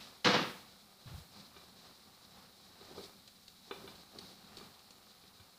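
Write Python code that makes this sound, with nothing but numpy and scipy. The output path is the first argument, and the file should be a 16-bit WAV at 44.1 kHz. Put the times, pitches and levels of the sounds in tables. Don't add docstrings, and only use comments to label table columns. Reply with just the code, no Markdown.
import sys
import numpy as np
from scipy import signal
from scipy.fft import rfft, irfft, next_fast_len
from scipy.io import wavfile
from scipy.ndimage import uniform_filter1d, map_coordinates

SR = 44100
rng = np.random.default_rng(int(sys.argv[2]) if len(sys.argv) > 2 else 0)


def file_out(sig):
    cols = np.atleast_2d(sig).T
    lim = np.clip(cols, -1, 1)
    pcm = np.round(lim * 32767).astype(np.int16)
    wavfile.write(sys.argv[1], SR, pcm)


N = 246209


def amp(db):
    return 10 ** (np.asarray(db) / 20)


def unit(x):
    return x / np.sqrt(np.mean(x ** 2) + 1e-20)


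def along(points, hz):
    f, v = np.transpose(points)
    return np.interp(np.log(hz + 1), np.log(f + 1), v)


def wobble(rate):
    knots = rng.standard_normal(int(N * rate / SR) + 4)
    return map_coordinates(knots, [np.arange(N) * rate / SR])


def filtered(x, response):
    size = next_fast_len(len(x) + SR // 4)
    hz = np.fft.rfftfreq(size, 1 / SR)
    return irfft(rfft(x, size) * response(hz), size)[:len(x)]


def coloured(x, spectrum, tilt_db=0):
    return unit(filtered(x, lambda hz: amp(along(spectrum, hz) + tilt_db * np.log2(hz + 20))))


def add(track, s, sound):
    start = round(s * SR)
    track[start:start + len(sound)] += sound[:N - start]


def ring(modes, t, tilt_db=0, scatter_db=1):
    hz, db, t60 = np.transpose(modes)[:, :, None]
    level = db + tilt_db * np.log2(hz / hz[0]) + scatter_db * rng.standard_normal(hz.shape)
    fade = np.exp(-np.log(1000) * t / t60)
    tones = np.sin(2 * np.pi * (hz * t + rng.random(hz.shape)))
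    return np.sum(amp(level) * fade * tones, axis=0)


# frequency in Hz, time to fall 60 dB in seconds.
KITCHEN_T60 = [(100, 0.38), (400, 0.38), (1200, 0.48), (3000, 0.5), (5500, 0.5), (10000, 0.47)]


def dying(noise):
    hz, t, z = signal.stft(noise, SR, nperseg=256)
    fade = amp(-60 * t / along(KITCHEN_T60, hz)[:, None])
    return signal.istft(z * fade, SR, nperseg=256)[1][:len(noise)]


# frequency in Hz, relative level in dB.
FAT_SPECTRUM = [(1000, -39), (1700, -19), (2190, -13.5), (2360, -9), (2550, -20), (2890, -16), (3210, -9),
                (3660, -3.5), (3790, -0.5), (3980, 1), (5080, -5), (5500, -7.5), (5900, -12.5), (6900, -16),
                (9000, -20), (11700, -36), (19800, -120)]


def sizzle(level_db):
    clumps_db = wobble(28)
    bursts = (rng.random(N) < 900 / SR) * rng.uniform(-0.75, 1, N) * amp(2 * clumps_db)
    fizz = coloured(rng.standard_normal(N), FAT_SPECTRUM) * amp(1.1 * clumps_db + 1.44 * wobble(64))
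    return amp(level_db) * unit(fizz + .5 * coloured(bursts, FAT_SPECTRUM))


# frequency in Hz, relative level in dB.
FLAME_SPECTRUM = [(15, -49), (25, -23), (43, -25), (80, -3.5), (150, -7.5), (195, 1), (241, -5.5),
                  (352, -17), (387, -24.5), (420, -11.5), (550, -37), (920, -120)]


def burner(level_db):
    flutter_db = 1.4 * wobble(13)
    return amp(level_db + flutter_db) * coloured(rng.standard_normal(N), FLAME_SPECTRUM)


# frequency in Hz, relative level in dB.
RUB_SPECTRUM = [(140, -12), (230, -1.5), (287, -11.5), (384, 1.5), (429, -6.5), (519, 0), (613, -4.5),
                (766, 1.5), (958, -4), (1210, -0.5), (1350, -4), (2160, -12), (2890, -10.5), (3300, -14.5),
                (4290, -44), (7260, -120)]


def rubbing(level_db):
    slips = rng.standard_normal(N) * (rng.random(N) < 160 / SR)
    rush = coloured(rng.standard_normal(N), RUB_SPECTRUM)
    return amp(level_db) * unit(rush + .5 * coloured(slips, RUB_SPECTRUM))


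# time of the crest in seconds, rise in dB, length in seconds.
SUPPRESSOR_OPENINGS = [(0.01, 8, 0.55), (0.638, 5, 0.34), (1.157, 7.5, 0.28), (1.382, 7.5, 0.2),
                       (1.61, 4.5, 0.52), (1.866, 5.5, 0.25), (2.08, 3, 0.092), (2.246, 3, .12),
                       (2.406, 6.5, 0.31), (2.935, 7.5, 0.8), (3.856, 7.5, 0.58), (4.243, 6.5, 0.43),
                       (4.584, 8, 0.56), (5.3, 0.5, 0.49)]


def openings():
    t = np.arange(N) / SR
    return sum(db * np.cos(np.pi * np.clip((t - s) / length, -.5, .5)) ** 2
               for s, db, length in SUPPRESSOR_OPENINGS)


SIZZLE_DB, FLAME_DB, RUB_DB = -65.1, -71, -68.5
SIZZLE_SHARE, FLAME_SHARE = 0.62, 1.13
SIZZLE_FADE_DB_PER_S = 0.34
LIFT_S, CLEAR_S, CLEAR_DROP_DB = 3, 0.76, 3.5


def steady():
    since_lift = np.maximum(np.arange(N) / SR - LIFT_S, 0)
    opening_db = openings()
    clear = np.sin(np.pi * np.minimum(since_lift / CLEAR_S, 1))
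    fat = sizzle(SIZZLE_DB + SIZZLE_SHARE * opening_db - SIZZLE_FADE_DB_PER_S * since_lift)
    flame = burner(FLAME_DB + FLAME_SHARE * opening_db)
    return fat + flame + rubbing(RUB_DB + opening_db - CLEAR_DROP_DB * clear)


# start in seconds, peak level in dB, treble tilt in dB per octave.
RACK_KNOCKS = [(1.563, -46.5, 4), (2.811, -46.5, -0.5), (2.979, -37, -3.5), (3.093, -51, 3),
               (3.71, -29.5, 2), (3.8428, -47, -9), (3.8758, -41, 5.5), (4.188, -49.5, -5),
               (4.57, -51, -11), (4.610, -45, 2), (5.236, -52.5, 3), (5.3979, -51, 5)]
# frequency in Hz, relative level in dB, time to fall 60 dB in seconds.
RACK_MODES = [(334, -2.5, 0.041), (385.6, 2.5, 0.069), (474, -1.5, 0.04), (764, -16, 0.018),
              (1007, -5.5, 0.029), (1222, 1.5, 0.021), (1512, -7.5, 0.047), (2375, -7, 0.03),
              (2940, -12.5, 0.032), (3550, -0.5, 0.021), (3986, -13.5, 0.059)]
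CONTACT_S = 0.0027


def knocks():
    out, t = np.zeros(N), np.arange(SR // 4) / SR
    for s, db, tilt_db in RACK_KNOCKS:
        tone = ring(RACK_MODES, t, tilt_db)
        scuff = .12 * coloured(rng.standard_normal(len(t)), RUB_SPECTRUM, tilt_db) * np.exp(-t / .008)
        blow = (tone / np.abs(tone).max() + scuff) * (1 - np.exp(-t / CONTACT_S))
        add(out, s, amp(db) * blow / np.abs(blow).max())
    return out


# start in seconds, judder level in dB, wire rasp level in dB, length in seconds.
DRAG_STROKES = [(2.882, -55, -64, .06), (2.946, -53, -57.5, 0.075), (3.01, -58, -55, 0.063),
                (3.667, -66, -61.5, 0.033), (3.72, -58.5, -80, 0.23), (3.971, -63, -60.5, 0.066),
                (4.13, -56, -72, 0.06), (4.201, -64, -59, .15)]
# frequency in Hz, relative level in dB.
JUDDER_SPECTRUM = [(80, -50), (160, 2), (260, -3.5), (380, 1), (500, -5), (650, -7), (1000, -12.5),
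                   (1600, -33), (4000, -52)]


def dragging():
    out = np.zeros(N)
    for s, judder_db, rasp_db, length in DRAG_STROKES:
        t = np.arange(int(length * SR)) / SR
        judder = amp(judder_db) * coloured(rng.standard_normal(len(t)), JUDDER_SPECTRUM)
        rasp = amp(rasp_db) * coloured(rng.standard_normal(len(t)), FAT_SPECTRUM)
        stroke = np.sqrt(np.sin(np.pi * t / length))
        add(out, s, stroke * (judder + rasp))
    return out


# start in seconds, peak level of the ring in dB.
WIRE_TICKS = [(3.039, -47), (3.276, -45.5), (3.48, -44), (3.954, -49), (4.1869, -36.5), (4.57, -38.5),
              (4.583, -48), (4.7925, -54.5), (4.906, -49)]
# frequency in Hz, relative level in dB, time to fall 60 dB in seconds.
WIRE_MODES = [(1790, -22, 0.014), (3064, -13, 0.026), (3890, 4, 0.024), (4040, -11.5, 0.082),
              (4450, 15.5, 0.0085), (5080, -11, 0.011), (5080, -23, 0.011)]
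# frequency in Hz, relative level in dB.
SPIT_SPECTRUM = [(200, -2), (1200, -18.5), (2000, -10), (4500, -4.5), (6500, -10.5), (9300, -15),
                 (11000, -30), (16000, -64)]
SNAP_S, SPIT_S = 0.0011, 0.0058
FAINT_TICK_DB, SPIT_DB = -54.5, -50
SPIT_GROWS = 0.49


def ticks():
    out, t = np.zeros(N), np.arange(SR // 16) / SR
    snap = 1 - np.exp(-t / SNAP_S)
    for s, db in WIRE_TICKS:
        tone = ring(WIRE_MODES, t, scatter_db=1.5) * snap
        spit = coloured(rng.standard_normal(len(t)), SPIT_SPECTRUM) * snap * np.exp(-t / SPIT_S)
        spit_db = SPIT_DB + SPIT_GROWS * (db - FAINT_TICK_DB)
        add(out, s, amp(db) * tone / np.abs(tone).max() + amp(spit_db) * spit / np.abs(spit).max())
    return out


# start in seconds, level of the echo before it fades in dB, treble tilt in dB per octave.
BANG_BLOWS = [(.245, -26, 4), (.257, -25.5, -1.15), (.287, -40, 3), (.333, -27, 0.5), (.357, -36, -2.5),
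              (0.41, -39.5, -4)]
# frequency in Hz, relative level in dB.
PANEL_SPECTRUM = [(40, -49), (80, -24), (125, -9), (175, 0), (300, -2), (480, -5), (650, -6), (1250, -5.5),
                  (2000, -10.5), (3900, -12), (5400, -20), (6500, -30.5), (8000, -41.5), (12000, -58.5)]
# frequency in Hz, relative level in dB, time to fall 60 dB in seconds.
PANEL_RING = [(165.6, 9, 0.33), (195.8, 2.5, 0.63), (338, 1, 0.4), (487.5, 7.5, 0.55), (511.6, 9.5, 0.48),
              (707, 3, 0.52), (877, 1, 0.64), (936, -59, 0.27), (1138, 4.5, 0.37), (1274, 4, 0.6),
              (1620, 6.5, 0.32), (1693, -5, 0.64), (2250, -11, 0.83), (2816, -15, 0.6)]
BANG_RISE_S = 0.0015


def bang():
    out, t = np.zeros(N), np.arange(SR) / SR
    for s, db, tilt_db in BANG_BLOWS:
        density = np.minimum(1, (3000 + 8000 * (t / .05) ** 2) / SR)
        reflections = rng.choice([-1, 1], SR) * (rng.random(SR) < density) / np.sqrt(density)
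        echo = dying(coloured(reflections, PANEL_SPECTRUM, tilt_db))
        add(out, s, amp(db) * echo * (1 - np.exp(-t / BANG_RISE_S)))
    crack = coloured(rng.standard_normal(SR), PANEL_SPECTRUM, tilt_db=3.0) * np.exp(-t / 0.0023)
    body = ring(PANEL_RING, t) * (1 - np.exp(-t / 0.016))
    add(out, BANG_BLOWS[0][0], amp(-32.0) * crack + amp(-21.5) * body / np.abs(body).max())
    return out


# start in seconds, level of the push in dB, pitch in Hz.
THUMP_PUSHES = [(1.056, -47, 113), (1.107, -49, 140), (1.135, -45.5, 79), (1.163, -47.5, 154.8),
                (5.39, -59.5, 92.5)]
# frequency in Hz, relative level in dB.
BOOM_SPECTRUM = [(20, -21), (45, -15), (100, -5), (170, -6), (230, -24), (500, -39), (1500, -60)]
PUSH_S = 0.0404
BOOM_DB, BOOM_RISE_S, BOOM_FADE_S = 1, 0.0061, 0.016


def thump():
    out, t, tail = np.zeros(N), np.arange(int(PUSH_S * SR)) / SR, np.arange(SR // 3) / SR
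    boom_shape = (1 - np.exp(-tail / BOOM_RISE_S)) * np.exp(-tail / BOOM_FADE_S)
    for s, db, hz in THUMP_PUSHES:
        add(out, s, amp(db) * np.sin(np.pi * t / PUSH_S) * np.sin(2 * np.pi * hz * t))
        boom = coloured(rng.standard_normal(len(tail)), BOOM_SPECTRUM) * boom_shape
        add(out, s, amp(db + BOOM_DB) * boom)
    return out


# start in seconds, level before the fade in dB, treble tilt in dB per octave.
FADING_WASHES = [(0.0, -51.5, 8.5), (1.067, -55, 0.5)]
WASH_RISE_S = .004


def washes():
    out, t = np.zeros(N), np.arange(SR) / SR
    for s, db, tilt_db in FADING_WASHES:
        wash = dying(coloured(rng.standard_normal(SR), PANEL_SPECTRUM, tilt_db))
        add(out, s, amp(db) * wash * (1 - np.exp(-t / WASH_RISE_S)))
    return out


def kitchen(x):
    tail = dying(rng.standard_normal(SR)) * (np.arange(SR) > .008 * SR)
    return signal.fftconvolve(x, tail / np.linalg.norm(tail))[:N]


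# frequency in Hz, relative level in dB.
HISS_SPECTRUM = [(100, 3.5), (2000, -2), (7000, -1.5), (11000, -1.5), (15500, -1.5)]
HISS_DB, OPEN_ABOVE_DB, OPEN_RANGE_DB = -66.5, -59, 10
OPEN_SLOPE = 0.58
SENSE_S, OPEN_LAG_S = 0.034, 0.049


def hiss(sound):
    power = np.abs(uniform_filter1d(sound ** 2, int(SENSE_S * SR)))
    level_db = 10 * np.log10(power + 1e-20)
    wanted_db = np.clip(OPEN_SLOPE * (level_db - OPEN_ABOVE_DB), 0, OPEN_RANGE_DB)
    keep = np.exp(-1 / (OPEN_LAG_S * SR))
    open_db = signal.lfilter([1 - keep], [1, -keep], wanted_db, zi=wanted_db[:1])[0]
    return amp(HISS_DB + open_db) * coloured(rng.standard_normal(N), HISS_SPECTRUM)


def scene():
    rack, wire, low = knocks(), ticks(), thump()
    echo = kitchen(amp(-4.5) * rack + amp(-6.5) * wire + amp(-7) * low)
    stove = steady() + rack + dragging() + wire
    return (stove + bang() + low + washes() + echo)[None]


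TOP_HZ = 15550


def record(dry):
    return filtered(dry[0] + hiss(dry[0]), lambda hz: hz < TOP_HZ)[None]


dry = scene()
out = record(dry)
file_out(out)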